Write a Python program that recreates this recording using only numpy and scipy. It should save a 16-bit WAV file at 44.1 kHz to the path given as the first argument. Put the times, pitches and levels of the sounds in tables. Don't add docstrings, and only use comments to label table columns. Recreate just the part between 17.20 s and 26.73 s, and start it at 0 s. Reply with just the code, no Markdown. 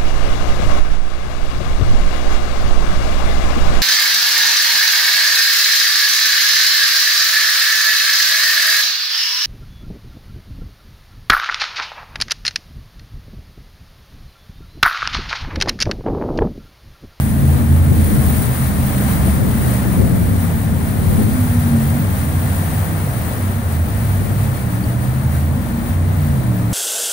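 import sys
import numpy as np
from scipy import signal
from scipy.fft import rfft, irfft, next_fast_len
from scipy.io import wavfile
from scipy.ndimage import uniform_filter1d

SR = 44100
rng = np.random.default_rng(int(sys.argv[2]) if len(sys.argv) > 2 else 0)


def magnitude_from_level(level_db):
    exponent = np.asarray(level_db, float) / 20
    return 10 ** exponent


def store_wav(level_fs):
    pcm = np.round(np.clip(np.atleast_2d(level_fs), -1, 1) * 32767)
    wavfile.write(sys.argv[1], SR, pcm.T.astype(np.int16))


N = 420273
TIME = np.arange(N) / SR
SIZE = next_fast_len(N)
FREQ = np.maximum(np.arange(SIZE // 2 + 1) * SR / SIZE, 1)
STEP = 20
BASS_SR = SR / STEP
BASS_TIME = TIME[::STEP]


def unit(x):
    return x / np.sqrt(np.mean(np.abs(x) ** 2))


def columns(table, time):
    s, *rest = np.transpose(table)
    return [np.interp(time, s, column) for column in rest]


def over_hz(table, freq, count=1):
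    rows = np.array(table)
    return np.interp(np.log(freq), np.log(rows[:, 0]), rows[:, count])


def coloured(x, table):
    length = x.shape[-1]
    freq = np.linspace(1, BASS_SR / 2, length // 2 + 1)
    return unit(irfft(rfft(x) * magnitude_from_level(over_hz(table, freq)), length))


def walk(rate, time, count=1):
    levels = rng.standard_normal((count, 4000))
    place = time * rate
    k = place.astype(int)
    ease = (1 - np.cos(np.pi * (place - k))) / 2
    return (levels[:, k] * (1 - ease) + levels[:, k + 1] * ease) * np.sqrt(4 / 3)


def swells(table):
    s, half, *rest = np.transpose(table)
    bumps = np.exp(-((BASS_TIME[:, None] - s) / half) ** 2)
    return bumps, *rest


def pair(likeness, lag):
    shared, left, right = rfft(rng.standard_normal((3, SIZE)))
    c = np.clip(likeness, 0, 1)
    common, own = np.sqrt(c) * shared, np.sqrt(1 - c)
    return np.array([common * np.exp(-1j * lag) + own * left, common + own * right])


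# freq_hz, level_db
WIND_COLOUR = [(15, -18), (40, -12), (70, -2), (120, 0), (200, -4.5), (300, -13.5), (500, -20),
               (900, -36.5)]
# start_s (centre), half_length_s, level_db
GUSTS = [(.3, 0.19, -14), (.75, 0.052, -9.5), (1.0, 0.23, -10.5), (1.58, 0.14, -20.5), (2.02, 0.1, -12.5),
         (2.25, .08, -8.5), (2.45, 0.057, -12), (2.82, 0.16, -6.5), (3.05, .12, -10.5), (3.55, 0.39, -16),
         (3.8, .1, -26), (4.0, 0.16, -9.5), (4.62, 0.09, -21), (4.88, 0.067, -31), (5.5, 0.26, -53),
         (6.7, 0.061, -27), (7.07, .1, -15), (7.63, 0.063, -26), (7.88, 0.062, -32), (8.13, .08, -32),
         (8.62, 0.06, -22), (8.88, .08, -21), (9.16, 0.099, -19)]
CALM_DB, CALM_DB_PER_S = -19.5, -3


def wind():
    air = coloured(rng.standard_normal((2, len(BASS_TIME))), WIND_COLOUR)
    air = air * magnitude_from_level(2.0 * walk(25, BASS_TIME, count=2))
    bumps, gust_db = swells(GUSTS)
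    strength = bumps @ magnitude_from_level(gust_db) + magnitude_from_level(CALM_DB + CALM_DB_PER_S * BASS_TIME)
    return air * strength * magnitude_from_level([[-4.], [-11.]])


# freq_hz, level_db (per Hz)
LEFT_PORT = [(100, -53), (300, -56.5), (700, -57.5), (1000, -59.5), (1850, -61.5), (2500, -71),
             (4400, -73.5), (5000, -79.5), (7700, -74.5), (9300, -64), (11500, -74), (15700, -78)]
RIGHT_PORT = [(100, -60), (300, -61), (650, -58), (900, -66.5), (1800, -67), (2900, -76.5), (6700, -79.5),
              (8500, -90), (12500, -78), (14000, -69), (15200, -63.5), (15700, -62)]
# freq_hz, likeness (0-1), left_lag_rad
PORTS = [(300, .4, -.25), (650, .75, -.1), (1000, .45, 1.), (1290, .3, 2.2), (1550, .45, 2.9),
         (1800, .1, 4.2), (2200, .45, 5.5), (2800, .1, 6)]
SPRAY_SHARE = [0, .5, .75, 1.3, .9]
# start_s (centre), half_length_s, rush_swell_db, spray_swell_db
WAVES = [(.05, 0.069, -1, 2.5), (.38, 0.058, 3.5, 1), (.62, 0.086, 1, -0.5), (.98, 0.22, 2, 5),
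         (1.33, 0.2, 2, 3.5), (1.9, 0.35, 4.5, 5), (2.53, 0.22, 4, 4.5), (2.85, 0.15, 1, 3),
         (3.28, 0.2, 1.5, 2.5), (4.08, 0.26, 0.8, 4.5), (4.5, .2, 2, 2.5), (4.83, .12, 2, 2),
         (5.2, 0.24, 1.5, 3.5), (5.55, 0.26, 1.5, 2), (5.98, 0.45, 1.5, 3), (6.93, 0.22, 0.5, 3),
         (7.28, 0.15, 1, 2.5), (7.68, .2, 0.5, 2.5), (8.2, .2, -0.4, 1), (8.8, .12, -0.3, 0),
         (9.2, 0.22, 0, 2.5)]
RUSH_DB, RUSH_DB_PER_S, SPRAY_DB, SPRAY_DB_PER_S = -3., 0.2226, 0.48, -0.63


def river():
    bumps, rush_swell_db, spray_swell_db = swells(WAVES)
    rush_db = RUSH_DB + RUSH_DB_PER_S * BASS_TIME + bumps @ rush_swell_db
    spray_db = SPRAY_DB + SPRAY_DB_PER_S * BASS_TIME + bumps @ spray_swell_db
    ports_db = np.array([over_hz(LEFT_PORT, FREQ), over_hz(RIGHT_PORT, FREQ)])
    water = pair(over_hz(PORTS, FREQ), over_hz(PORTS, FREQ, count=2))
    water = water * magnitude_from_level(ports_db) * np.sqrt(SR / 2)
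    surge = walk(13, BASS_TIME)[0]
    splash = walk(260, BASS_TIME, count=2)
    heave = walk(7, BASS_TIME)[0]
    centres = np.log2([500, 2200, 7500, 10700, 15000])
    out = 0
    for k, treble in enumerate(np.linspace(0, 1, len(centres))):
        band = np.interp(np.log2(FREQ), centres, np.arange(len(centres)) == k)
        db = rush_db + SPRAY_SHARE[k] * (spray_db - rush_db) - 1.
        db = db + 1.27 * treble ** 0.45 * surge + 0.17 * heave
        db = db + 0.53 * treble * walk(25, BASS_TIME, count=2)
        db = db + 2.0 * treble ** 3 * splash
        gain = np.repeat(magnitude_from_level(db), STEP, axis=1)[:, :N]
        gain = uniform_filter1d(gain, STEP)
        out = out + irfft(water * band, SIZE)[:, :N] * gain
    return out


# start_s, peak_db, pitch_hz
DROP = [
    (7.639, -32, 4610),
]


def drop():
    out = np.zeros(N)
    for s, db, hz in DROP:
        swell = np.exp(-((TIME - s - .003) / 0.0019) ** 2)
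        out += magnitude_from_level(db) * swell * np.sin(2 * np.pi * hz * TIME)
    return out * magnitude_from_level([[3], [-4]])


# start_s, level_db
ROAR = [(0, -21.5), (.8, -17), (1.2, -21), (2, -18), (3, -24.5), (4, -22), (4.8, -18), (5.5, -20),
        (6.2, -22), (7, -22), (7.6, -21.5), (8.5, -21), (9.53, -23.5)]
# freq_hz, level_db
ROAR_COLOUR = [(25, -29), (45, -25), (75, 2.5), (110, 0.5), (160, -3), (230, -5.5), (300, -12.5),
               (420, -33)]
ROAR_LIKENESS = .85


def roar():
    shared, left, right = rng.standard_normal((3, len(BASS_TIME)))
    own = np.array([left, right])
    noise = np.sqrt(ROAR_LIKENESS) * shared + np.sqrt(1 - ROAR_LIKENESS) * own
    return coloured(noise, ROAR_COLOUR) * magnitude_from_level(columns(ROAR, BASS_TIME)[0])


GORGE_T60_S, GORGE_DB = .9, -10


def gorge(x):
    t = BASS_TIME[:4000]
    shared, left, right = rng.standard_normal((3, len(t)))
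    tail = shared + 0.5 * np.array([left, right])
    tail = tail * magnitude_from_level(-60 * t / GORGE_T60_S) * np.minimum(t / 0.015, 1)
    tail = tail / np.sqrt(np.sum(tail ** 2, axis=1, keepdims=True))
    echoes = signal.fftconvolve(x[None], tail, axes=1)[:, :len(x)]
    return x + magnitude_from_level(GORGE_DB) * echoes


def stack(hz, levels_db, jitter, flutter_db):
    wavering_hz = hz * (1 + jitter * walk(15, BASS_TIME)[0])
    turn = 2 * np.pi * np.cumsum(wavering_hz) / BASS_SR
    flutter = flutter_db * walk(13, BASS_TIME, count=len(levels_db))
    start = 2 * np.pi * rng.random(len(levels_db))
    out = 0
    for i, (k, db) in enumerate(levels_db):
        out = out + np.sqrt(2) * magnitude_from_level(db + flutter[i]) * np.sin(k * turn + start[i])
    return out


# freq_hz, width_hz, level_db
EXHAUST = [(105, 50, 0), (222, 40, 0), (297, 24, -5)]


def exhaust_db(hz):
    rings = sum(magnitude_from_level(2 * db) / (1 + (2 * (hz - f) / w) ** 2) for f, w, db in EXHAUST)
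    return 10 * np.log10(rings / (1 + (72 / hz) ** 6))


HOWL_HZ, HOWL_WIDTH_HZ, HOWL_DB = 237, 21.4, 13


def howl_db(hz):
    return HOWL_DB / (1 + ((hz - HOWL_HZ) / HOWL_WIDTH_HZ) ** 4)


# start_s, cycle_hz
ENGINE = [(0, 26.3), (.62, 28.9), (1.22, 25.0), (1.6, 25.5), (2.0, 23.5), (2.42, 24.8), (3.12, 20.7),
          (3.9, 20.3), (4.72, 17.0), (5.18, 30.2), (5.78, 32.2), (6.03, 20.6), (6.58, 16), (7.0, 31.5),
          (7.55, 22.1), (8.1, 27.2), (8.96, 31.1), (9.34, 22.6)]
# start_s, cycle_hz, level_db
TWIN = [(0, 27, -23), (1.1, 27.7, -30), (1.55, 25.8, -32), (2.1, 29, -30), (3, 19.1, -24.5),
        (3.6, 16.8, -25.5), (4.3, 21.3, -24.5), (4.8, 18.9, -26), (5.1, 17, -35), (5.7, 18.6, -28.5),
        (6.1, 20.7, -29), (6.6, 16.5, -26.5), (6.8, 21.2, -21), (7, 19.4, -20.5), (7.25, 20.5, -21.5),
        (7.6, 19.5, -40), (8.5, 29.2, -26.5), (9.53, 29, -34)]
# multiple (of the cycle), level_db
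ORDERS_DB = [(2, -8), (3, 0), (4, -9), (5, 5), (6, -11), (7, -11), (8, -3), (9, 0), (11, 1), (13, -8)]
# multiple, cruise_db, slope_db (per octave of speed), view_share, closed_throttle_db
STRONG = [(2, -32, 36, .6, -6), (3, -21, 44, .7, -9), (5, -26.5, -7, -.5, 3), (8, -26, 2, .9, 8),
          (13, -47, -18, .7, 17)]
# start_s, effort_db, view_db (clear view, lost once it rounds the rocks)
LOAD = [(0, 1, -35), (.2, 2, -32), (.7, 1, -31), (1.3, -4, -29.5), (1.8, 2, -30), (2.6, 0, -28),
        (3.4, -1, -27.5), (4.0, 1, -32.5), (4.6, -1, -26), (5.1, -3.5, -38.5), (5.7, -6.5, -48),
        (6.3, -12, -38), (6.7, -6.5, -44), (7.05, -8, -42), (7.65, 3, -38), (8.4, -3, -36.5),
        (9.0, -1.5, -38), (9.3, 3.5, -35.5)]
CRUISE_HZ, VIEW_DB = 25, -30
FULL_HZ = 28.5
INERTIA_S = .1
COAST_HZ_PER_S = 16
LINGER_S = .25


def engines():
    hz, = columns(ENGINE, BASS_TIME)
    effort_db, view_db = columns(LOAD, BASS_TIME)
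    hz = uniform_filter1d(hz, round(INERTIA_S * BASS_SR))
    coast = np.clip(-np.gradient(hz) * BASS_SR / COAST_HZ_PER_S, 0, 1)
    keep = np.exp(-1 / (LINGER_S * BASS_SR))
    coast = signal.lfilter([1 - keep], [1, -keep], coast)

    octaves = np.log2(np.minimum(hz, FULL_HZ) / CRUISE_HZ)
    strong = {}
    for k, cruise_db, slope_db, share, closed_db in STRONG:
        db = cruise_db + slope_db * octaves + effort_db
        db = db + share * (view_db - VIEW_DB) + closed_db * coast
        if k > 10:
            db = db + howl_db(k * hz)
        strong[k] = db
    first = [(k, strong.get(k, view_db + db + exhaust_db(k * hz))) for k, db in ORDERS_DB]

    twin_hz, twin_db = columns(TWIN, BASS_TIME)
    dulling_db = (view_db + 19) / 9
    second = [(k, twin_db + db + exhaust_db(k * twin_hz) + (k - 5) * dulling_db) for k, db in ORDERS_DB]
    return (stack(hz, first, jitter=.004, flutter_db=1.9)
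            + stack(twin_hz, second, jitter=0.01083, flutter_db=1.0))


BOAT_LAG = 10


def scene():
    boat = (gorge(engines()) + roar()) * magnitude_from_level([[-.3], [.3]])
    bass = signal.resample_poly(np.vstack([boat, wind()]), STEP, 1, axis=1)[:, :N]
    left, right, *gusts = bass
    return np.array([left, np.roll(right, BOAT_LAG)]) + gusts + river() + drop()


def low_pass(x):
    return signal.sosfilt(signal.butter(12, 17080, fs=SR, output="sos"), x)


def record(dry):
    ceiling, top_hz = .98, 15750
    soft = ceiling * np.tanh(dry / ceiling)
    cut = irfft(rfft(soft, SIZE) * (FREQ < top_hz), SIZE)[:, :N]
    return low_pass(cut)


dry = scene()
out = record(dry)
store_wav(out)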